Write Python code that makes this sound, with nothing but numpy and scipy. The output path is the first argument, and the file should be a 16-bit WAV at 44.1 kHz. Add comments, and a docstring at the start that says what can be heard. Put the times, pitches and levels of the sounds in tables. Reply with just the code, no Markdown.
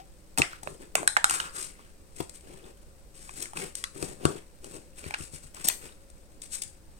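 """Peeling the foil lid off a yogurt tub

A foil lid is peeled off a plastic tub on a kitchen table, close to a pair of microphone ports.
The foil buckles with sharp snaps (damped modes and noise cracks), the seal rips in short bursts
and the loose lid crinkles (random fractures, coloured); the tub knocks (table modes) and slides
(stick-slip grains). A small hard room answers with decaying noise, over house noise, hum and hiss.
"""
import sys
import numpy as np
from scipy import signal
from scipy.fft import rfft, irfft, next_fast_len
from scipy.io import wavfile
from scipy.ndimage import map_coordinates

SR = 44100
rng = np.random.default_rng(int(sys.argv[2]) if len(sys.argv) > 2 else 0)


def log_audio(samples):
    """Write samples as a 16-bit WAV file to the path given in sys.argv[1]."""
    # one column per channel
    frames = np.atleast_2d(samples).T
    # limit to full scale, then quantise
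    limited = np.clip(frames, -1, 1)
    pcm = np.round(limited * 32767).astype(np.int16)
    wavfile.write(sys.argv[1], SR, pcm)


N = 308259

# buckles of the foil, levels before trims: start_s, lid_level_db, lid_mode_hz, crease_mode_hz,
# crease_level_db, crack_level_db, facet_pan_db (left minus right)
BUCKLES = [(0.375, -32, 895, 2550, -36, -31, -1.5), (0.418, -41, 875, 2662, -19, -34, -0.5),
           (0.673, -29.5, 570, 2670, -43.5, -55, -5), (0.953, -24.5, 703, 2660, -28.5, -19, -10.5),
           (0.980, -33, 1000, 2780, -60, -46, 1), (1.030, -30, 600, 2410, -67, -44, -2),
           (1.075, -19, 1630, 2420, -33.5, -17, -3.5), (1.166, -17.5, 1525, 2120, -61.5, -36.5, -4),
           (1.17, -24.5, 860, 2080, -30, -33.5, 2), (1.242, -17, 1460, 3730, -30, -18, -2.5),
           (1.296, -44, 1040, 2820, -32, -24, 1), (1.308, -28, 1400, 2830, -67, -26, -1.5),
           (1.4, -29.5, 1600, 3010, -31, -46, -3.5), (2.294, -50, 530, 4440, -70, -42, 3),
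           (3.292, -45.5, 1120, 2460, -49.5, -59, 5), (3.423, -65, 509, 3350, -73, -32, 0),
           (3.456, -47, 1950, 2120, -47.5, -45.5, -2), (3.533, -43, 834, 3180, -63, -50, 0),
           (3.571, -43, 1040, 2550, -41.5, -45.5, 5.5), (3.752, -54, 1610, 3780, -65, -32.5, -6),
           (3.839, -30, 1950, 3420, -36.5, -30, 6.5), (4.025, -37, 550, 2580, -41.5, -34, 6),
           (4.252, -31, 1310, 2760, -32.5, -26, 6), (4.643, -48.5, 503, 2900, -56.5, -43.5, 1.5),
           (5.04, -49.5, 554, 2420, -49.5, -49.5, -2), (5.107, -41, 890, 2350, -43, -47.5, 4),
           (5.139, -34, 840, 2280, -33, -52, 0.5), (5.143, -36.5, 1610, 2770, -38.5, -41.5, 10),
           (5.685, -52, 680, 3750, -31.5, -21, -5), (5.699, -42.5, 980, 2570, -38.5, -38, 9.5),
           (6.1, -60, 538, 4440, -75, -52.5, 4)]
# colour of tiny creases in the foil: freq_hz, level_db
CREASE_COLOUR = [(600, -27), (2000, -7.5), (3500, -2.5), (6000, -2), (9500, 12), (12000, -6.5),
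                 (16000, -15)]
# colour of the lid bending as a whole: freq_hz, level_db
BEND_COLOUR = [(300, -13), (800, -10), (1400, -6), (2100, -4), (2650, 1), (3200, -3), (4200, -7.5),
               (8000, -14.5)]


def amp(db):
    """Decibels to amplitude."""
    return 10 ** (np.asarray(db) / 20)


def unit(x):
    """Scale to rms 1."""
    return x / np.sqrt(np.mean(x ** 2) + 1e-20)


def along(points, hz):
    """Interpolate (Hz, value) points on a log frequency axis."""
    f, v = np.transpose(points)
    return np.interp(np.log(hz + 1), np.log(f + 1), v)


def filtered(x, response):
    """Multiply the spectrum of x by a response of frequency."""
    n = x.shape[-1]
    m = next_fast_len(n + SR // 4)
    spectrum = rfft(x, m) * response(np.fft.rfftfreq(m, 1 / SR))
    return irfft(spectrum, m)[..., :n]


def coloured(x, points, size=4096):
    """Pass x through a causal minimum-phase filter with the given (Hz, dB) points."""
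    cepstrum = irfft(np.log(amp(along(points, np.fft.rfftfreq(size, 1 / SR)))))
    # fold the cepstrum onto positive time
    cepstrum[1:size // 2] *= 2
    cepstrum[size // 2 + 1:] = 0
    impulse = irfft(np.exp(rfft(cepstrum)))
    return signal.fftconvolve(x, impulse)[:len(x)]


def wobble(rate):
    """A smooth random curve with rate knots a second."""
    knots = rng.standard_normal(int(N * rate / SR) + 4)
    return map_coordinates(knots, [np.arange(N) * rate / SR])


def add(track, s, sound):
    """Mix a sound into a track at time s."""
    space = track[max(round(s * SR), 0):][:len(sound)]
    space += sound[:len(space)]


def blow(x):
    """Scale a short sound to the energy of 10 ms at rms 1."""
    return x * np.sqrt(SR / 100 / np.sum(x ** 2))


def ring(t, hz, t60, attack):
    """One damped mode with a soft attack."""
    decay = 1000 ** (-t / t60)
    return np.sin(2 * np.pi * hz * t) * decay * (1 - np.exp(-t / attack))


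def grains(rate, spread_db):
    """Tiny fractures of either sign at random times, about rate a second, sizes spread in dB, rms 1."""
    hit = rng.random(N) < rate / SR
    size = amp(spread_db * np.clip(rng.standard_normal(N), -2, 2))
    return unit(hit * rng.choice([-1, 1], N) * size)


def burst(t, t60, colour):
    """A short coloured crack of decaying noise."""
    return blow(coloured(rng.standard_normal(len(t)) * amp(-60 * t / t60), colour))


def room_tone(rumble_db=-58, hiss_db=-69, apart=1.0, waver_db=2):
    """Low house noise, partly shared by the ports, a wavering appliance hum and each port's own hiss."""
    # spectrum of the house noise: freq_hz, relative_level_db
    house_colour = [(20, 5), (45, -2), (70, -2.5), (110, -11.5), (200, -13.5), (330, -22.5), (550, -25),
                    (750, -28), (1500, -44), (4000, -40), (12000, -58.5)]
    # hum of a kitchen appliance: freq_hz, rms_level_db before wavering
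    hum_tones = [(48.5, -69.5), (199, -76.5), (318, -78), (425, -85.5), (538, -77)]
    common, left, right = [
        unit(filtered(rng.standard_normal(N), lambda hz: amp(along(house_colour, hz))))
        for _ in range(3)]
    rumble = amp(rumble_db) * unit(common + apart * np.array([left, right]))
    t = np.arange(N) / SR
    hum = np.zeros(N)
    for hz, db in hum_tones:
        level = np.sqrt(2) * amp(db + waver_db * wobble(4.7))
        hum += level * np.sin(2 * np.pi * hz * t + 2 * wobble(rate=40))
    return rumble + hum + amp(hiss_db) * rng.standard_normal((2, N))


def fading_ring(hz=765, db=-51, t60=0.13, haze_db=-59, blur=1.2):
    """A faint ring, blurred by a wandering phase, and its noisy haze die away at the start."""
    t = np.arange(N) / SR
    haze = amp(haze_db) * unit(coloured(rng.standard_normal(N), BEND_COLOUR))
    tone = amp(db) * np.sin(2 * np.pi * hz * t + blur * wobble(90))
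    return amp(-60 * t / t60) * (tone + haze)


def tugs(uneven_db=0.93):
    """Strength of crinkle, flex and slide: every tug starts with a jerk, arches and relaxes unevenly."""
    # each tug of the hand creases and bends the lid and drags the tub, levels before shaping:
    # start_s, length_s, crinkle_level_db, flex_level_db, slide_level_db
    tug_list = [(0.51, 0.04, -78.5, -51.5, -64.5), (0.635, 0.12, -53, -66, -57),
                (0.805, 0.038, -57, -59, -55), (0.97, .07, -51.5, -58, -48),
                (1.298, 0.087, -32.5, -43, -53.5), (1.416, 0.073, -49.5, -50.5, -59.5),
                (1.552, 0.1, -37.5, -51.5, -57), (1.69, 0.19, -68, -63, -71),
                (2.165, 0.072, -47, -59.5, -60), (2.345, .025, -48, -63, -73),
                (2.448, 0.16, -59.5, -60.5, -56), (2.64, 0.059, -61.5, -61.5, -54),
                (3.15, 0.27, -51.5, -64, -67), (3.365, 0.084, -41, -53.5, -54),
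                (3.564, .095, -41.5, -46.5, -48), (3.774, .018, -42, -59.5, -61),
                (3.949, 0.19, -47.5, -55.5, -51), (4.026, 0.031, -40, -55, -45.5),
                (4.21, .15, -51, -52, -45.5), (4.639, .05, -53, -60.5, -54.5),
                (4.71, .075, -48.5, -56.5, -53), (4.982, 0.017, -43.5, -51.5, -59),
                (5.035, .075, -50, -51.5, -56.5), (5.184, .07, -42.5, -55, -59.5),
                (5.335, 0.036, -44, -58.5, -63.5), (5.428, .03, -50.5, -62, -70.5),
                (5.56, .015, -51, -49, -63), (5.6, .025, -46, -49, -57), (5.706, .05, -53, -54, -57.5),
                (5.82, .08, -50, -54, -58.5), (6.43, .018, -48, -62.5, -80),
                (6.528, 0.032, -35, -58.5, -82), (6.633, 0.07, -53.5, -69.5, -86)]
    # the hands never rest entirely: crinkle_level_db, flex_level_db, slide_level_db
    hold_db = [-67, -74.5, -73]
    attack_s, release_s = 0.032, 0.085  # time to rise by 20 dB before a tug and to fall by 20 dB after
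    middle_db = 5.5  # the arch is this much stronger in its middle than at its ends
    jerk_level_db, jerk_s = 3, 0.015  # extra level at the start and its time constant in dB
    t = np.arange(N) / SR
    power = amp(hold_db)[:, None] ** 2 * np.ones(N)
    for s, length, *db in tug_list:
        arch_db = middle_db * (2 * np.clip((t - s) / length, 0, 1) - 1) ** 2
        outside = np.maximum((s - t) / attack_s, (t - s - length) / release_s)
        edges_db = 20 * np.maximum(outside, 0)
        jerk_db = jerk_level_db * np.exp(-np.abs(t - s) / jerk_s)
        power += (amp(db)[:, None] * amp(jerk_db - arch_db - edges_db)) ** 2
    return np.sqrt(power) * amp(uneven_db * wobble(55))


def rustle(crinkle, flex, crinkle_db=-4.0, flex_db=-4.0, clump_db=3.0, tick_db=-7, apart_db=-3):
    """The lid gives way in clumps of tiny creases and sparser ticks; some creases face only one port."""
    clumps = amp(clump_db * wobble(180))

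    def creasing():
        fine = unit(clumps * grains(rate=3000, spread_db=0.5))
        return fine + amp(tick_db) * grains(rate=130, spread_db=0)

    shared, *own = [creasing() for _ in range(3)]
    ports = []
    for creases in own:
        x = shared + amp(apart_db) * creases
        crinkling = amp(crinkle_db) * crinkle * unit(coloured(x, CREASE_COLOUR))
        bending = amp(flex_db) * flex * unit(coloured(x, BEND_COLOUR))
        ports.append(crinkling + bending)
    return np.array(ports)


def small_buckles(flex, hz=2400, octaves=.55, t60=.008, db=-8, spread_db=4, count=260):
    """Small creases flip at random, each with its own pitch, louder the harder the lid is bent."""
    out, t = np.zeros(N), np.arange(SR // 20) / SR
    places = rng.integers(N, size=count)
    variety = np.clip(rng.standard_normal((count, 2)), -2, 2)
    for at, (pitch, size) in zip(places, variety):
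        flip = blow(ring(t, hz * 2 ** (octaves * pitch), t60, attack=.0003))
        add(out, at / SR, flex[at] * amp(db + spread_db * size) * flip)
    return out


def sliding(drag, slide_db=-2):
    """The tub's foot sticks and slips on the table top, a train of uneven grains."""
    # colour of the tub dragging on the table: freq_hz, level_db
    slide_colour = [(50, -27.5), (140, 0.5), (240, -6.5), (320, 0), (390, 1.5), (560, -11), (900, -16.5),
                    (2000, -36.5)]
    return amp(slide_db) * drag * unit(coloured(grains(rate=710, spread_db=4), slide_colour))


def buckles(lid_t60, crease_t60, ring_db, sheet_db, lid_db=-15, crease_db=-9, sheet_t60=0.0095, delay=.0008):
    """Each buckle rings the lid and the flipped crease with neighbouring modes; its facet favours a port."""
    # crowd of neighbouring foil modes: multiple_of_main_mode, level_db
    sheet_modes = [(.35, -23), (.55, -3.5), (0.751, -1), (1.05, 2.5), (1.501, -6.5), (3.001, -12.5),
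                   (6, -31)]
    out, t = np.zeros((2, N)), np.arange(SR // 20) / SR
    for s, low_db, low_hz, high_hz, high_db, _, pan_db in BUCKLES:
        lid = (low_hz, low_db + lid_db, lid_t60)
        crease = (high_hz, high_db + crease_db, crease_t60)
        for hz, db, t60 in (lid, crease):
            crowd = burst(t, sheet_t60, [(multiple * hz, level) for multiple, level in sheet_modes])
            mode = blow(ring(t, hz, t60, attack=0.00095))
            snap = amp(db + ring_db) * mode + amp(db + sheet_db) * crowd
            add(out[0], s + delay, amp(pan_db / 2) * snap)
            add(out[1], s + delay, amp(-pan_db / 2) * snap)
    return out


def cracks(crack_t60=0.013, crack_db=-7.0, apart_db=-5, delay=.0008):
    """The sharp edge of each buckle, a noise crack a little different at each port."""
    out, t = np.zeros((2, N)), np.arange(SR // 20) / SR
    for s, *_, db, _ in BUCKLES:
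        shared = burst(t, crack_t60, CREASE_COLOUR)
        for port in out:
            own = amp(apart_db) * burst(t, crack_t60, CREASE_COLOUR)
            add(port, s + delay, amp(db + crack_db) * (shared + own))
    return out


def rips(edge=0.0042):
    """Glue threads break in a dense run: crackle, the shaking tub and fine fizz."""
    # the seal lets go or the lid crumples, the shortest runs staying below these levels:
    # start_s, length_s, crackle_level_db, tub_body_level_db, fizz_level_db
    rip_list = [(0.383, 0.0041, -23.5, -29, -42.5), (0.389, 0.0098, -41, -32.5, -60),
                (0.632, 0.0037, -42.5, -43, -56), (0.953, .002, -41, -52.5, -24),
                (2.202, 0.0079, -54, -39.5, -68), (3.427, .002, -29, -65, -32),
                (3.753, .003, -38, -60, -50), (5.545, .004, -44, -50, -62), (5.643, 0.017, -31, -46, -44.5),
                (5.671, 0.012, -31.5, -47, -45), (5.686, 0.0027, -20, -37, -14),
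                (6.419, 0.0025, -36.5, -68.5, -48.5), (6.619, 0.006, -31, -56, -45.5),
                (6.636, 0.0021, -31, -70, -44)]
    # colour of the tub shaken by the tearing seal: freq_hz, level_db
    tub_colour = [(60, -8), (150, 8.5), (400, -0.5), (850, 3), (1400, -11), (2600, -5), (6000, -12.5)]
    # colour of the finest glue threads: freq_hz, level_db
    fizz_colour = [(4000, -21), (9000, -4.5), (12000, 7), (15500, 6.5)]
    t = np.arange(N) / SR
    levels = np.zeros((3, N))
    for s, length, *db in rip_list:
        inside = np.minimum(t - s, s + length - t)
        levels += amp(db)[:, None] * np.clip(inside / edge + .5, 0, 1)
    breaks = grains(rate=10000, spread_db=-1.5)
    colours = (CREASE_COLOUR, tub_colour, fizz_colour)
    return [level * unit(coloured(breaks, colour)) for level, colour in zip(levels, colours)]


def knocks(knock_db=-1, delay=0.00074):
    """The full tub thumps the table top; a soft contact wakes only the low modes."""
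    # the tub meets the table: start_s, peak_level_db before trim and colour,
    # soft_hz (above it the contact is too soft to drive the table)
    knock_list = [(0.3991, -20, 501.4), (2.203, -24, 690), (3.96, -38, 900), (4.027, -26.5, 920),
                  (4.2527, -12.5, 903), (5.063, -32, 106), (5.204, -34, 122), (5.335, -38, 147),
                  (5.441, -44.5, 70)]
    # modes of tub and table top: freq_hz, level_db, t60_s
    table_modes = [(85, -7, 0.12), (147, -1.5, 0.091), (236, -0.5, 0.04), (320, 4, 0.037), (372, -11, 0.14),
                   (469, -2.5, 0.011), (674, -15.5, 0.0823), (883, 0, 0.0089), (1130, -3.5, 0.03)]
    # the table top radiates little deep bass: freq_hz, level_db
    foot_colour = [(25, -18), (60, -9), (120, -2.5), (2000, 1.5)]
    out, t = np.zeros(N), np.arange(SR // 3) / SR
    for s, db, soft_hz in knock_list:
        thump = np.zeros(len(t))
        for hz, level, t60 in table_modes:
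            drive = amp(level + rng.normal(0, 1)) / (1 + (hz / soft_hz) ** 3)
            thump += drive * ring(t, hz, t60, attack=0.00035)
        add(out, s + delay, amp(db + knock_db) * thump / np.abs(thump).max())
    return coloured(out, foot_colour)


def tub_air(flex, width_hz, hz=1350, db=-4, fade=0.062):
    """While the lid is only partly open, the air in the tub resonates, driven by creasing grains."""
    # the lid is partly open: start_s, end_s
    gap_times = [1.2, 1.637]
    t = np.arange(N) / SR
    gap = np.clip(np.minimum(t - gap_times[0], gap_times[1] - t) / fade, 0, 1)

    def resonance(f):
        damping = 1j * f * width_hz
        return (damping / (hz ** 2 - f ** 2 + damping)) ** 2

    hollow = filtered(grains(rate=900, spread_db=3), resonance)
    return amp(db) * gap * flex * unit(hollow)


def direct(x, pan_db=0, turn=0):
    """A source at both ports, right one first; sound spread by the table top arrives turned in phase."""
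    lead_s = 0.0003368  # by which the sound reaches the right port first
    side = np.array([[-1], [1]])
    pair = filtered(x * np.ones((2, 1)), lambda hz: np.exp(1j * (np.pi * hz * lead_s + turn / 2) * side))
    return pair * amp([[pan_db / 2], [-pan_db / 2]])


def kitchen(x, gap=0.00096, size=8192):
    """The room's diffuse answer at one port: bass dies soonest; each piece of sound gets a fresh tail."""
    # decay of the room: freq_hz, t60_s
    room_decay = [(150, 0.1), (500, 0.25), (1500, 0.26), (4000, 0.24), (9000, 0.3), (16000, 0.39)]
    # colour of the echo: freq_hz, level_db
    wall_colour = [(100, -2.5), (600, 3.5), (1500, 2.5), (4000, 3), (9000, 1.5), (15000, -9.5)]
    out = np.zeros(N)
    window = signal.get_window("hann", size)
    # overlapping pieces of the sound each get a fresh noise tail
    for start in range(0, N - size // 2, size // 2):
        hz, t, z = signal.stft(rng.standard_normal(SR // 2), SR, nperseg=256)
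        decay = amp(-60 * t / along(room_decay, hz)[:, None])
        tail = signal.istft(z * decay, SR, nperseg=256)[1]
        tail *= np.clip(np.arange(len(tail)) / SR / gap - .5, 0, 1)  # silent until the first echo
        piece = x[start:start + size]
        answer = signal.fftconvolve(piece * window[:len(piece)], tail / np.linalg.norm(tail))
        add(out, start / SR, answer)
    return coloured(out, wall_colour)


def echo(x, pan_db=2):
    """The room's answer, with different noise tails at each port."""
    return np.array([kitchen(x), kitchen(x)]) * amp([[pan_db / 2], [-pan_db / 2]])


def scene():
    """Lid and tub heard directly, through the table top and by way of the walls."""
    # the ports face one facet of the foil; the walls hear all facets, so their modes blur
    facing = buckles(lid_t60=0.013, crease_t60=0.012, ring_db=4, sheet_db=1.5)
    scattered = buckles(lid_t60=0.0044, crease_t60=0.0031, ring_db=-15.5, sheet_db=-4.5).mean(axis=0)
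    crinkle, flex, drag = tugs()
    crackle, body, fizz = rips()
    sharp = cracks()
    foil = crackle + rustle(crinkle, flex) + small_buckles(flex) + tub_air(flex, width_hz=590)
    thumps = knocks()
    rubbing = body + sliding(drag) + fading_ring()

    near = direct(facing) + direct(sharp, pan_db=3.1) + direct(foil, pan_db=2.5) + direct(fizz, pan_db=-8)
    table = direct(thumps, pan_db=12.5, turn=1.0) + direct(rubbing, pan_db=8.0, turn=0.43)
    to_walls = scattered + amp(-6) * foil.mean(axis=0)
    to_walls += amp(-5.5) * (sharp.mean(axis=0) + fizz + thumps + rubbing)
    return near + table + echo(to_walls) + room_tone()


def record(dry):
    """Each port's cavity colours the sound; peaks clip at full scale and the top is cut at 16 kHz."""
    # response of the left microphone port: freq_hz, level_db
    left_port = [(200, 5.5), (1400, 9.5), (3000, 2.5), (5200, 8.5), (7000, 6.5), (8300, 10), (9500, 0),
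                 (11000, 1), (16000, 1.5)]
    # response of the right microphone port: freq_hz, level_db
    right_port = [(200, 5), (1400, 11.5), (3000, 4), (5200, 5), (6800, -0.5), (7700, -10), (9200, -3.5),
                  (11000, 4), (16000, 1)]
    ports = np.array([coloured(dry[0], left_port), coloured(dry[1], right_port)])
    return filtered(np.clip(ports, -1, 1), lambda hz: hz < 16000)


dry = scene()
out = record(dry)
log_audio(out)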